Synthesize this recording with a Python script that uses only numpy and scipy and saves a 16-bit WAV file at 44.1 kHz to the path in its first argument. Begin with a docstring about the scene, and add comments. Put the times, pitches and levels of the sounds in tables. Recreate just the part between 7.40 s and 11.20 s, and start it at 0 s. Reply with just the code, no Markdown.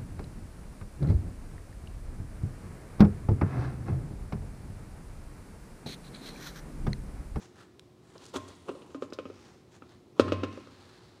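"""Heavy wheel laid down in a workshop

A heavy steel wheel with its tyre is handled, knocks as it is tipped, then drops flat on concrete and bounces to rest.
Each blow is a filtered crack and short rattle plus ringing modes of tyre air, tyre wall and steel rim.
Tyre scuffs, rustling clothes and shoes and crunching grit are clumped noise grains; ticks are short noise snaps.
Filtered noise and fan tones make the ventilation; a diffuse tail makes the large room."""
import sys
import numpy as np
from scipy import signal
from scipy.fft import rfft, irfft
from scipy.io import wavfile

SR = 44100
rng = np.random.default_rng(int(sys.argv[2]) if len(sys.argv) > 2 else 0)


def persist_wave(psi):
    """Save psi, clipped to +-1, as 16-bit WAV."""
    counts = np.round(np.clip(psi, -1, 1) * 32767).astype(np.int16)
    wavfile.write(sys.argv[1], SR, np.atleast_2d(counts).T)


N = 167580
TREBLE_HZ = 2050  # corner of every treble_db


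def amp(db):
    """Decibels to gain."""
    return 10 ** (np.asarray(db) / 20)


def unit(x):
    """Scales to rms 1."""
    return x / np.sqrt(np.mean(x ** 2) + 1e-20)


def read(points, hz):
    """Reads a curve on a log-frequency axis."""
    f, value = np.transpose(points)
    return np.interp(np.log(hz + 1), np.log(f), value)


def add(mix, s, sound):
    """Mixes a sound in at a time in seconds."""
    part = mix[max(round(s * SR), 0):][:len(sound)]
    part += sound[:len(part)]


def colour(x, curve, size=8192):
    """Causal minimum-phase filter from a function that gives dB at each frequency."""
    hz = abs(np.fft.fftfreq(size, 1 / SR))
    log_gain = np.log(amp(curve(hz)))
    spectrum = np.exp(np.conj(signal.hilbert(log_gain)))
    taps = np.fft.ifft(spectrum).real[:size // 2]
    return signal.fftconvolve(x, taps)[:len(x)]


def above(hz, corner_hz):
    """Smooth step from 0 to 1 around a corner."""
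    return 1 - 1 / (1 + (hz / corner_hz) ** 4)


def bump(hz, centre_hz, octaves):
    """Bell of height 1 on a log-frequency axis."""
    return np.exp(-(np.log2((hz + 1) / centre_hz) / octaves) ** 2)


def ventilation():
    """Steady rush of air with faint fan tones."""
    # relative spectrum of the rush: hz, level_db
    air = [(15, -47), (25, -29), (97, -0.5), (256, -5.5), (309, -4.5), (373, -5), (560, -14), (818, -16.5),
           (936, -22), (1040, -18), (1560, -28.5), (3250, -30), (4250, -29.5), (8590, -37), (16000, -48)]
    # fan tones: hz, rms_level_db
    hum = [(120, -69), (361, -65.5)]
    rush_db = -58.5
    t = np.arange(N) / SR
    gain = amp(read(air, np.fft.rfftfreq(N, 1 / SR)))
    rush = irfft(rfft(rng.standard_normal(N)) * gain, N)
    tones = sum(amp(db) * unit(np.sin(2 * np.pi * (hz * t + rng.random()))) for hz, db in hum)
    return amp(rush_db) * unit(rush) + tones


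def slide(curve, peak_s, rise_s, fall_s, level_db, treble_db=0):
    """Friction: dense tiny slips, in clumps, that swell and die away."""
    grains_per_s, grain_spread_db = 7000, 1
    catch_db, catch_s = 1.5, 0.0069  # the surfaces catch and let go unevenly
    since_start_s = np.arange(N) / SR
    t = since_start_s - peak_s
    struck = rng.random(N) < grains_per_s / SR
    strength = amp(grain_spread_db * np.minimum(rng.exponential(1, N), 4))
    slips = rng.standard_normal(N) * struck * strength
    catches = amp(catch_db * np.interp(since_start_s / catch_s, np.arange(N), rng.standard_normal(N)))
    stroke = np.exp(1 - np.sqrt(1 + 2 * (t / np.where(t < 0, rise_s, fall_s)) ** 2))
    rub = unit(colour(slips * catches, curve)) * stroke
    return amp(level_db) * colour(rub, lambda f: treble_db * above(f, TREBLE_HZ))


def rustles():
    """Cloth and soles slide, each stroke with a swish at its own pitch."""
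    # strokes: peak_s, rise_s, fall_s, level_db, treble_db, swish_hz
    strokes = [(0.039, 0.18, 0.042, -59.5, 4.5, 6250), (0.205, 0.043, 0.039, -58, 5.5, 1390),
               (0.70, 0.055, 0.14, -64, 1.5, 8100), (0.849, 0.063, 0.09, -63.5, 6.5, 4300),
               (1.11, 0.061, 0.033, -60.5, 2.5, 4300), (1.33, 0.22, .14, -74, 15, 9100),
               (1.55, 0.069, 0.017, -69, 9, 6640), (1.635, 0.017, 0.024, -62.5, 7.5, 6940),
               (2.07, 0.19, 0.087, -61, 3, 5560), (2.351, 0.027, 0.02, -58, 3, 6700),
               (2.522, 0.049, 0.036, -61, 0.5, 4100), (3.14, 0.031, 0.093, -60.5, 0.5, 5740),
               (3.45, 0.28, 0.32, -60, 2, 4400)]
    # relative spectrum without the swish: hz, level_db
    cloth = [(100, 1), (400, -2.5), (800, 0), (1450, -1.5), (2300, -9.5), (4100, -11), (5200, -15.5),
             (6700, -16.5), (9500, -22), (12000, -32.5), (16000, -40)]
    swish_db, swish_octaves = 6.5, 0.32
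    return sum(slide(lambda f: read(cloth, f) + swish_db * bump(f, hz, swish_octaves), *row)
               for *row, hz in strokes)


def tick(level_db, t60_s):
    """A brief bright snap: coloured noise with a fast rise and exponential decay."""
    # relative spectrum: hz, level_db
    snap_curve = [(200, -27), (1600, -8.5), (2400, -11), (3600, 0.5), (5300, 2), (7500, -10.5),
                  (11000, -22), (16000, -31)]
    rise_s = 0.00067
    t = np.arange(SR // 8) / SR
    snap = unit(colour(rng.standard_normal(len(t)), lambda f: read(snap_curve, f)))
    decay = amp(level_db - 60 * np.maximum(t - rise_s, 0) / t60_s)
    return snap * np.minimum(t / rise_s, 1) * decay


def scuffs():
    """Rubber drags on concrete."""
    # drags: peak_s, rise_s, fall_s, level_db, treble_db
    drags = [(0.762, 0.0088, 0.006, -49, -6), (0.83, 0.042, 0.042, -55.5, 8.5),
             (0.944, 0.0054, 0.012, -39.5, 3), (0.959, 0.0066, 0.012, -31, 4),
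             (1.085, 0.0065, 0.026, -52.5, 6), (1.294, 0.012, 0.0083, -35.5, -7.5),
             (1.38, 0.1, 0.17, -55, -33), (2.787, 0.017, 0.014, -52.5, 1.5)]
    # relative spectrum: hz, level_db
    rubber = [(60, -28), (200, -2.5), (380, 6), (800, -7), (1050, -1.5), (1330, -7.5), (1900, -23),
              (3300, -15), (4800, -25.5), (6600, -23.5), (10000, -35.5), (16000, -47)]
    return sum(slide(lambda f: read(rubber, f), *row) for row in drags)


def crunches():
    """Grit crunches under the tyre in very short strokes."""
    # crunches: peak_s, level_db, rise_and_fall_s
    strokes = [(0.842, -59.5, 0.0047), (0.856, -52, 0.0013), (0.865, -50, 0.0016), (0.891, -60, 0.011),
               (0.971, -47.5, .006), (1.086, -53.5, .005), (1.157, -60.5, .004)]
    # relative spectrum: hz, level_db
    grit = [(500, -28), (3500, 1), (6500, 7), (10000, -1), (16000, -30)]
    return sum(slide(lambda f: read(grit, f), s, length_s, length_s, db) for s, db, length_s in strokes)


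def ring(modes, rise_s, t, hold):
    """Modes that swell briefly and then die away; hold scales their decay times."""
    tones = sum(amp(db - 60 * t / (t60_s * hold)) * np.sin(2 * np.pi * hz * t) for hz, db, t60_s in modes)
    return (1 - np.exp(-t / rise_s)) * tones


def blow(hold, level_db, thump_db, clonk_db, clack_db, treble_db, wall_db, rim_db):
    """A crack and a short rattle through the wheel's body, then the ring of tyre and rim."""
    # relative response of the wheel's body: hz, level_db
    body_curve = [(40, -48), (70, -18), (92, -16), (112, -14), (145, -24), (200, -13.5), (270, -2.5),
                  (350, -6.5), (455, -6.5), (585, -7), (670, -24.5), (960, -26), (1240, -13.5), (1600, -26),
                  (2000, -34), (2700, -28), (4000, -33.5), (6500, -45), (10000, -60), (16000, -79)]
    # dense short ringing against the first crack: hz, level_db
    rattle_curve = [(100, -22), (500, -4), (1200, -2), (3000, 0.5), (10000, 6.5)]
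    # modes of the air in the tyre, the tyre wall and the steel rim: hz, relative_level_db, free_t60_s
    air_modes = [(96, -23, .45), (105, -20, .14), (233, -36, .75), (330, -32, .35), (426, -33, .3)]
    wall_modes = [(274, -18, .14), (300, -22, .1)]
    rim_modes = [(612, -38, .5), (681, -49, .6), (1009, -45, .4), (1056, -35, .55), (1177, -42, .4),
                 (1549, -54, .55), (1885, -58, .6), (2330, -59, .55), (2556, -58, .6), (2822, -59, .55),
                 (3180, -57, .65)]
    thump_hz = 139
    clonk_hz, clonk_octaves = 473, 0.78
    clack_hz, clack_octaves = 2720, 0.42
    rattle_t60_s, rattle_rise_s = 0.077, 0.0015
    tyre_rise_s, rim_rise_s = 0.007, 0.0047

    def body(f):
        return read(body_curve, f)

    def contact(f):
        low = thump_db * (1 - above(f, thump_hz)) + clonk_db * bump(f, clonk_hz, clonk_octaves)
        high = clack_db * bump(f, clack_hz, clack_octaves) + treble_db * above(f, TREBLE_HZ)
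        return low + high

    t = np.arange(SR) / SR
    click = 1. * (t == 0)
    envelope = np.minimum(t / rattle_rise_s, 1) * amp(-60 * t / rattle_t60_s)
    rattle = unit(rng.standard_normal(SR) * envelope) / np.sqrt(SR)  # unit energy, like the click
    crack = click + colour(rattle, lambda f: read(rattle_curve, f))
    knock = colour(crack, body) / abs(colour(click, body)).max()
    air = amp(thump_db) * ring(air_modes, tyre_rise_s, t, hold)
    wall = amp(wall_db) * ring(wall_modes, tyre_rise_s, t, 1)
    rim = amp(rim_db) * ring(rim_modes, rim_rise_s, t, hold)
    return amp(level_db) * (colour(knock, contact) + air + wall + rim)


def workshop(x):
    """The hall's diffuse tail, each band dying at its own speed."""
    # decay: hz, t60_s
    decay = [(100, 1.03), (400, 0.62), (1200, 1.06), (3000, 1.4), (7000, 0.7), (14000, 1)]
    # reverberation against direct sound, ahead of the build-up: hz, level_db
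    room = [(80, 1), (300, -6.5), (500, -24.5), (900, -7.5), (1400, -15), (2000, -3.5), (2900, -12.5),
            (5000, -10), (12000, -10)]
    build_s = 0.0067
    hz, t, z = signal.stft(rng.standard_normal(2 * SR), SR, nperseg=256)
    t60_s = read(decay, hz)[:, None]
    z = z * amp(read(room, hz)[:, None] - 60 * t / t60_s)
    z = z * np.sqrt(np.log(1e6) / t60_s / SR)  # equal energy whatever the decay time
    z = z * (1 - np.exp(-t / build_s))
    return signal.fftconvolve(x, signal.istft(z, SR)[1])[:N]


def scene():
    """Wheel, friction and ticks in the room, over the ventilation; the wheel radiates little deep bass."""
    # small sharp ticks: start_s, level_db, t60_s
    ticks_table = [(0.395, -37.5, 0.004), (0.78, -49, 0.01), (1.7023, -57.5, 0.029), (1.7328, -45, 0.058),
                   (1.9555, -59.5, 0.022), (2.492, -60, 0.018)]
    # blows on the wheel, handling knocks and then the drop and bounces: start_s, level_db,
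    # thump_db (also tyre air), clonk_db, clack_db, treble_db, tyre_wall_db, rim_db
    blows = [(0.9624, -20.5, 1, -2.5, -17, 0, 9, 13), (1.2855, -33.5, -20, -11, 13, -7, -14, 17),
             (1.2925, -28.5, -15, -3.5, 11, -8, 16.5, 8.5), (1.3142, -35, -19, 4, 1, -15, 3, -1),
             (1.352, -45, -25, 13, -8, 10, 8, -9), (1.42, -48.5, -15, 9, 9, 10, -6, -2),
             (1.506, -46, 7, 4, 5, 2, -1, 0), (1.5465, -26.5, -45, -3.5, -2, -6.5, 17.5, 10),
             (1.5592, -53, -13, -3, -4, -6, 20, 20), (1.6232, -23, -13.5, 3, 0.5, -5.5, 11.5, 0),
             (1.7248, -28.5, -5, 1.5, 5, -7.5, -5, 5), (1.788, -24, -27, 5.5, 8.5, -5, 4, 5),
             (1.8551, -30, 4, 0.5, 14, -14.5, 11, -7), (1.9004, -35.5, -9, 6, 0, -12, -8, -7),
             (2.4221, -29, -23, -12, 5, -16.5, -3, -11), (2.7968, -5.5, -3, 4.5, -0.5, -1, -5, 3.5),
             (2.8819, -17.5, 0, -22, 3.5, -11, -10, -17), (2.9216, -16, 2.5, 5.5, 6, -1, 4, 10.5),
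             (3.0334, -26.5, -3.5, 10, 3, -2, -9, 11.5), (3.0364, -16.5, -10.5, -1, 6, -4.5, 3, -9),
             (3.128, -38.5, -25, -8, -8, 7, 11, -6), (3.175, -34, -15, 5, -13, -9, -4, -8),
             (3.273, -36.5, -6, -5, -7, -2, -16, -8)]
    drop_s, held_shortening = 2.7, .65  # hands damp the wheel until it drops
    low_cut_hz, tick_room_db = 52, -2
    near = rustles() + scuffs() + crunches()
    ticks = np.zeros(N)
    for s, *row in ticks_table:
        add(ticks, s, tick(*row))
    for s, *row in blows:
        add(near, s, blow(held_shortening if s < drop_s else 1, *row))
    near = signal.sosfilt(signal.butter(4, low_cut_hz, "high", fs=SR, output="sos"), near)
    tail = workshop(near + amp(tick_room_db) * ticks)
    return (near + ticks + tail + ventilation())[None]


def record(dry):
    """The recorder's band limit: a linear-phase low-pass."""
    edge_hz = 15900
    taps = signal.firwin(511, edge_hz, window=("kaiser", 9), fs=SR)
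    return signal.oaconvolve(dry, taps[None], "same")


dry = scene()
out = record(dry)
persist_wave(out)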